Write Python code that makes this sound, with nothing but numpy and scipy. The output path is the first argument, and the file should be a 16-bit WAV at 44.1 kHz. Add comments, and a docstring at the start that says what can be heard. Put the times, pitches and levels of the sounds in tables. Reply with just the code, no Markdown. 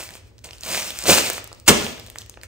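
"""Stiff plastic crinkles and snaps as a pack of covers is flexed, dropped on a lap, then slapped with
both hands. The film buckles in dense tiny clicks and single snaps; each blow makes the soft pack thud,
and the hardest pop out air trapped between the covers. A bare-walled room reverberates over a low
rumble. Two microphone ports colour the sound, and the loudest peaks clip."""
import sys
import numpy as np
from scipy import signal
from scipy.fft import rfft, irfft, next_fast_len
from scipy.io import wavfile
from scipy.ndimage import uniform_filter1d

SR = 44100
rng = np.random.default_rng(int(sys.argv[2]) if len(sys.argv) > 2 else 0)


def file_out(sig):
    """Save sig as 16-bit WAV at sys.argv[1]."""
    # one column per channel
    cols = np.atleast_2d(sig).T
    # limit, then scale
    lim = np.clip(cols, -1, 1)
    pcm = np.round(lim * 32767).astype(np.int16)
    wavfile.write(sys.argv[1], SR, pcm)


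N = 108927
T = np.arange(N) / SR
FFT_SIZE = next_fast_len(N + SR // 2)


def amp(db):
    """Amplitude ratio of a level in decibels."""
    return 10 ** (np.asarray(db) / 20)


def unit_rms(x):
    """Normalisation to unit power."""
    return x / np.sqrt(np.mean(x ** 2) + 1e-20)


def along(curve, hz):
    """Interpolation on a logarithmic frequency axis."""
    f, value = np.transpose(curve)
    return np.interp(np.log(hz + 1), np.log(f + 1), value)


def filtered(x, response):
    """Linear filtering: the spectrum is multiplied by a frequency response."""
    return irfft(rfft(x, FFT_SIZE) * response(np.fft.rfftfreq(FFT_SIZE, 1 / SR)), FFT_SIZE)[..., :N]


def coloured(x, curve):
    """Zero-phase filtering by a curve of f/Hz, level/dB."""
    return filtered(x, lambda hz: amp(along(curve, hz)))


def damped_sines(starts, hz, t60, gain, samples):
    """Superposition of free vibrations, each decaying exponentially from its start."""
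    starts, hz, t60, gain = (a.reshape(-1, 1) for a in np.broadcast_arrays(starts, hz, t60, gain))
    k = np.arange(samples)
    t = k / SR
    waves = gain * amp(-60 * t / t60) * np.sin(2 * np.pi * np.clip(hz, 50, 18000) * t)
    at = np.round(starts * SR).astype(int) + k
    return np.bincount(at.ravel(), waves.ravel(), N + SR)[:N]


def noise_pair(correlation, samples):
    """Partial coherence: two noises mix into left and right short-time spectra."""
    hz, t, (common, opposed) = signal.stft(rng.standard_normal((2, samples)), SR, nperseg=512)
    angle = np.arccos(np.clip(along(correlation, hz), -1, 1))[:, None] / 2
    mid, side = np.cos(angle) * common, np.sin(angle) * opposed
    return hz, t, np.array([mid + side, mid - side])


# Background noise spectrum: f/Hz, relative density/dB
RUMBLE_SPECTRUM = [(20, -18), (35, -10), (50, 1.5), (65, 4.5), (85, -0.5), (110, 5), (135, -17.5),
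                   (165, -15), (300, -15), (480, -15), (700, -28.5), (850, -36), (2200, -34), (3000, -55),
                   (5000, -50), (7700, -45), (10000, -52), (15500, -54)]
# Its left-right likeness: f/Hz, correlation
RUMBLE_CORRELATION = [(60, .9), (600, 0.29), (1500, .1)]
def rumble(level_db=-48.5):
    """Stationary noise: the room's low rumble and faint hiss, most coherent in the bass."""
    _, _, spectra = noise_pair(RUMBLE_CORRELATION, N)
    noise = signal.istft(spectra, SR, nperseg=512)[1][:, :N]
    return amp(level_db) * unit_rms(coloured(noise, RUMBLE_SPECTRUM))


# Reverberation time: f/Hz, T60/s
REVERB_TIME = [(100, 0.58), (300, 0.6), (1000, 0.52), (5000, 0.64), (9000, 0.33), (14000, 0.31)]
# Colour of the reverberant field: f/Hz, gain/dB
REVERB_GAIN = [(100, -7.5), (500, -7), (2500, -7), (6000, -9), (9000, -10.5), (14000, -20)]
# Its left-right likeness: f/Hz, correlation
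REVERB_CORRELATION = [(100, 1), (500, 0.31), (2000, 0.13), (8000, 0.095)]
def room(x, echo_s=.006, echo_db=-13.5):
    """Reflection: the nearest wall echoes, then a diffuse tail decays at its own rate in each band."""
    hz, t, spectra = noise_pair(REVERB_CORRELATION, SR * 3 // 4)
    decay = amp(-60 * t / along(REVERB_TIME, hz)[:, None])
    tail = signal.istft(spectra * decay, SR, nperseg=512)[1]
    tail /= np.linalg.norm(tail[0])
    delay = round(echo_s * SR)
    echo = amp(echo_db) * np.pad(x, (delay, 0))[:N]
    diffuse = signal.fftconvolve(np.pad(x, (2 * delay, 0))[None], tail, axes=1)[:, :N]
    return coloured(diffuse, REVERB_GAIN) + echo


# Blows on the pack: t/s, level/dB, T60/s
BLOWS = [(1.06, -32, 0.091), (1.086, -12.5, 0.076), (1.092, -14, 0.03), (1.109, -12, 0.076),
         (1.129, -17, 0.051), (1.18, -32, 0.069), (1.679, -7.5, 0.1), (1.693, -13, 0.14),
         (1.701, -10.5, 0.088)]
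# Their spectrum: f/Hz, relative density/dB
THUD_SPECTRUM = [(30, -41), (60, -3), (90, -2.5), (130, -7.5), (190, 3.5), (270, -0.5), (330, 0.5),
                 (420, 4), (560, -1.5), (800, -13.5), (1250, -10), (2500, -23.5)]
def thuds(attack_s=.003):
    """Heavy damping: the soft pack answers each blow with a dull, unpitched burst."""
    envelope = np.zeros(N)
    for start, db, t60 in BLOWS:
        t = np.clip(T - start, 0, None)
        envelope += amp(db - 60 * t / t60) * (1 - np.exp(-t / attack_s))
    return envelope * unit_rms(coloured(rng.standard_normal(N), THUD_SPECTRUM))


# Air escaping between the covers: t/s, f/Hz, level/dB, T60/s
AIR_POPS = [(1.091, 564, -9, 0.044), (1.098, 502, -14, 0.035), (1.68, 1265, -10, 0.034),
            (1.687, 900, -13.5, .03), (1.693, 420, -7, 0.056), (1.695, 150, -11.5, 0.087)]
def air_pops():
    """Damped resonance: trapped air leaves with short hollow pops at the hardest blows."""
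    starts, hz, db, t60 = np.transpose(AIR_POPS)
    return damped_sines(starts, hz, t60, amp(db), samples=4000)


def grains(per_s=7000, median_hz=4500, log_spread=.8, cycles_per_20db=1.5):
    """Shot noise: dense random clicks, whitened to a flat spectrum of unit power."""
    count = int(per_s * N / SR)
    when, size = rng.random((count, 2)).T
    hz = median_hz * np.exp(log_spread * rng.standard_normal(count))
    gain = amp(-2.2 * np.log(1 - size))  # exponentially distributed levels: a few clicks stand out
    clicks = damped_sines(when * N / SR, hz, 3 * cycles_per_20db / hz, gain, samples=128)
    smooth_spectrum = np.sqrt(uniform_filter1d(np.abs(rfft(clicks, FFT_SIZE)) ** 2, size=2001))
    return unit_rms(filtered(clicks, lambda hz: 1 / smooth_spectrum))


# Spectrum of the slapped film: f/Hz, relative density/dB
SLAP_SPECTRUM = [(300, -17), (600, -5), (1200, -1.5), (1700, -7), (2600, 1), (4000, -7.5), (6000, -4),
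                 (8000, -1.5), (9500, -3.5), (12500, -8), (15500, -13)]
def slap(start_s=1.678, attack_s=.0049, hold_s=.012, t60=.03, level_db=-3, stir_s=.018, stir_db=-29.5):
    """Impact excitation: the film stirs, then crackles in one burst as both hands land flat."""
    t = T - start_s
    rise = np.clip(t / attack_s, 0, 1) ** .5
    decay = amp(-60 * np.clip(t - attack_s - hold_s, 0, None) / t60)
    stir = amp(stir_db) * np.clip(1 + t / stir_s, 0, 1) * (t < 0)
    return (amp(level_db) * rise * decay + stir) * unit_rms(coloured(grains(), SLAP_SPECTRUM))


# How hard the film is worked: t/s, film level/dB, body level re film/dB
FLEXING = [(0, -34.5, -3), (.05, -40, -30), (.11, -51.5, 1.5), (.165, -46.5, -10.5), (.23, -69, -3),
           (.28, -60.5, -6), (0.321, -80, 16), (.36, -72, -4), (.436, -67.5, -15), (0.443, -38, -6),
           (.5, -56.5, -1), (.55, -49.5, -14), (.6, -58.5, -15), (.635, -38, -17), (0.679, -31, -6.5),
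           (0.749, -25, -12.5), (.8, -27.5, -12), (.84, -33, -18), (0.886, -33, -11.5), (.93, -41, -11.5),
           (1.0, -35, -18.5), (1.05, -34.5, -1), (1.073, -20, -7.5), (1.102, -12.5, -3.5),
           (1.135, -13, -13), (1.161, -20, -19), (1.181, -16, -24), (1.221, -28, -23.5), (1.27, -25, -10.5),
           (1.31, -34, -8), (1.379, -35.5, -16), (1.42, -55, -4), (1.5, -67, -10), (1.6, -61, -17),
           (1.63, -75, -15), (1.67, -75, -12), (1.7, -47, -11), (1.75, -31.5, -9), (1.85, -34, -3),
           (1.95, -47, -1.5), (2.0, -51.5, -3), (2.07, -53.5, -12), (2.14, -59, -9.5), (2.21, -46, -12),
           (2.26, -68, -23), (2.33, -57.5, -10), (2.401, -78, -5), (2.44, -44, -17), (2.47, -65, -12)]
# Spectra of the film and of the pack's body: f/Hz, relative density/dB
FILM_SPECTRUM = [(300, -60), (700, -11.5), (1200, -3), (1800, -3.5), (2500, 1.5), (3200, -3.5),
                 (5000, -3.5), (7500, -1), (9500, -3), (12500, -7), (15500, -7.5)]
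BODY_SPECTRUM = [(30, -25), (60, -5), (100, -3.5), (170, 2), (300, 0), (430, 0.5), (620, 3.5), (1000, -3.5),
                 (2000, -22)]
def crinkle():
    """Buckling: the flexed film sheds many tiny clicks, and the pack's body rumbles with it."""
    film = unit_rms(coloured(grains(), FILM_SPECTRUM))
    body = unit_rms(coloured(rng.standard_normal(N), BODY_SPECTRUM))
    times, film_db, body_db = np.transpose(FLEXING)
    return amp(np.interp(T, times, film_db)) * (film + amp(np.interp(T, times, body_db)) * body)


# Single snaps: t/s, relative level/dB, f/Hz, tick weight/dB, edge weight/dB, leftward bias/dB
FILM_SNAPS = [(0.0054, -22, 2490, -9, -21, -5), (0.0277, -23.5, 1650, -9, -25, -5),
              (0.09, -23, 3130, -20, -10, -2), (0.1064, -29, 2410, -20.5, -1, -8),
              (0.1386, -31, 4670, -38, -0.5, -3), (0.1531, -24.5, 2230, -9.5, -3, 0.5),
              (0.3815, -33.5, 5250, -29, -23, 0.5), (0.3872, -44, 2410, -24, -17, 2),
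              (0.3903, -35.5, 6560, -17, -11, 0.5), (0.4403, -40, 3770, -13, -33, 1.0),
              (0.4564, -29, 4730, -6, -30, 4), (0.4893, -27.5, 2460, -20, -19, 0.0),
              (0.5088, -21.5, 3780, -26, -14, 0.0), (0.5322, -21, 3460, -46, -9.5, -7),
              (0.5831, -32, 5900, -31, -9, -10), (0.609, -24.5, 6690, -22, -9, -5),
              (0.6343, -16.5, 4170, -40, -8, -2), (0.747, -10, 2120, -18, -8, -2),
              (0.758, -19, 4870, -2, -13, -3), (0.7759, -10, 2700, -9.5, -7, -0.5),
              (0.8112, -33.5, 2400, -27, 7, 0.0), (0.9053, -15, 2700, -34, -2, -0.5),
              (0.921, -21, 5060, -23, -13, 0.5), (0.9626, -39, 2690, -33, -13, -2),
              (0.9886, -15.5, 5740, -44, 0, -1), (1.0244, -17, 7070, -27, -10, -0.5),
              (1.0387, -13, 7260, -30, -14, -3), (1.0561, -14.5, 2650, -2, -12, -2),
              (1.181, -8, 2590, 4, -15, -2.5), (1.2444, -22, 2770, -22, -2, 0.0),
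              (1.264, -26, 2280, -24, -14, -0.5), (1.2849, -20, 7960, -13, -10, -2),
              (1.3003, -13.5, 2400, -0.5, 7, -1), (1.3804, -14.5, 1480, -39, -7, -2),
              (1.4425, -23, 8740, -29, 3.5, 1), (1.475, -26, 7750, -7, -5, -2),
              (1.517, -31.5, 2140, 6.5, -9, -3), (1.5286, -25, 6750, -4, -14, -6),
              (1.5484, -35, 7000, -19, -15, 1), (1.5992, -32, 7030, -34, -2, -4),
              (1.8655, -14, 2520, -1.5, -11, 7), (1.9804, -26, 2140, -18, -26, 9),
              (1.9976, -23.5, 3400, -42, -6, 2), (2.0641, -30, 2590, -25, 1, 0),
              (2.072, -30, 7150, -11, -14, -1.0), (2.0838, -33.5, 2580, 2.5, -5, 3),
              (2.1003, -25.5, 2680, -18, 1.5, -0.5), (2.1448, -49, 3450, -13, -13, 5),
              (2.1581, -19.5, 1740, -54, -9, -1.5), (2.1853, -16, 6080, -30, -8, -12),
              (2.2124, -31.5, 4980, -18, -11, -6), (2.218, -24.5, 4400, -25, -10, 0.5),
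              (2.2394, -44, 2300, -35, -21, 0.0), (2.2617, -36, 3510, -26, 0, -5),
              (2.2965, -21, 8170, -46, -0.5, 4), (2.3411, -34.5, 2570, -10.5, -17, -6),
              (2.373, -29, 1830, 5, -36, -1), (2.4138, -31.5, 3300, -17, -10, -1.5),
              (2.4341, -24, 2550, -19, -2.5, -2.5)]
def snaps(rings=8, log_spread=.494, scatter_s=.0008, low_cut_hz=300):
    """Snap-through: a sudden buckle excites clusters of short rings in three frequency regions."""
    starts, db, pitch_hz, tick_db, edge_db, bias_db = np.transpose(FILM_SNAPS)[:, :, None]
    clusters = [(pitch_hz, .005, 0),  # main ring: f/Hz, T60/s, gain/dB
                (10870, .0024, edge_db + 6),  # bright edge
                (805, .012, tick_db - 3.5)]  # low tick
    draws = rng.random((len(starts), len(clusters), 2, rings))
    pan_db = np.clip(bias_db, -4, 4) / 2
    stereo = np.zeros((2, N))
    for k, (centre_hz, t60, gain_db) in enumerate(clusters):
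        hz = centre_hz * np.exp(log_spread * (2 * (np.arange(rings) + draws[:, k, 0]) / rings - 1))
        onsets = starts + scatter_s * draws[:, k, 1]
        ring_db = db + gain_db - 12  # each ring carries only part of the snap
        for channel, sign in enumerate((1, -1)):
            stereo[channel] += damped_sines(onsets, hz, t60, amp(ring_db + sign * pan_db), samples=600)
    return filtered(stereo, lambda hz: (1j * hz / (low_cut_hz + 1j * hz)) ** 2)


# Direct sound's quadrature share in the left-right difference: f/Hz, gain/dB
QUADRATURE_GAIN = [(300, -11.5), (2000, -8), (5000, 3.5), (11000, -7.5)]
def scene():
    """Superposition: direct sound, widened by a phase difference, adds to reflections and rumble."""
    direct = crinkle() + slap() + thuds() + air_pops() + snaps()
    mono = direct.mean(0)
    side = filtered(mono, lambda hz: -1j * amp(along(QUADRATURE_GAIN, hz)))
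    return direct + np.array([side, -side]) + room(mono) + rumble()


# Response of the ports' sum, cancelling near 11 kHz: f/Hz, gain/dB
PORT_SUM = [(9300, 0), (9700, -5), (10100, -14), (11200, -23.5), (12100, -13), (12450, -10), (12700, -0.5)]
# Response of their difference, cancelling near 7.5 kHz and at the top: f/Hz, gain/dB
PORT_DIFFERENCE = [(300, 0), (3000, 1.5), (6700, -3.5), (7200, -22), (8100, -23), (8600, 2.5), (13100, 6.5),
                   (13700, -26), (15500, -35)]
def record(dry, ceiling=.87, hardness=18, low_cut_hz=19, top_hz=15700):
    """Interference between two ports notches the treble; peaks saturate, then the band is limited."""
    mid = coloured((dry[0] + dry[1]) / 2, PORT_SUM)
    side = coloured((dry[0] - dry[1]) / 2, PORT_DIFFERENCE)
    stereo = np.array([mid + side, mid - side])
    clipped = stereo / (1 + np.abs(stereo / ceiling) ** hardness) ** (1 / hardness)
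    return filtered(clipped, lambda hz: (hz < top_hz) * hz ** 2 / (hz ** 2 + low_cut_hz ** 2))


dry = scene()
out = record(dry)
file_out(out)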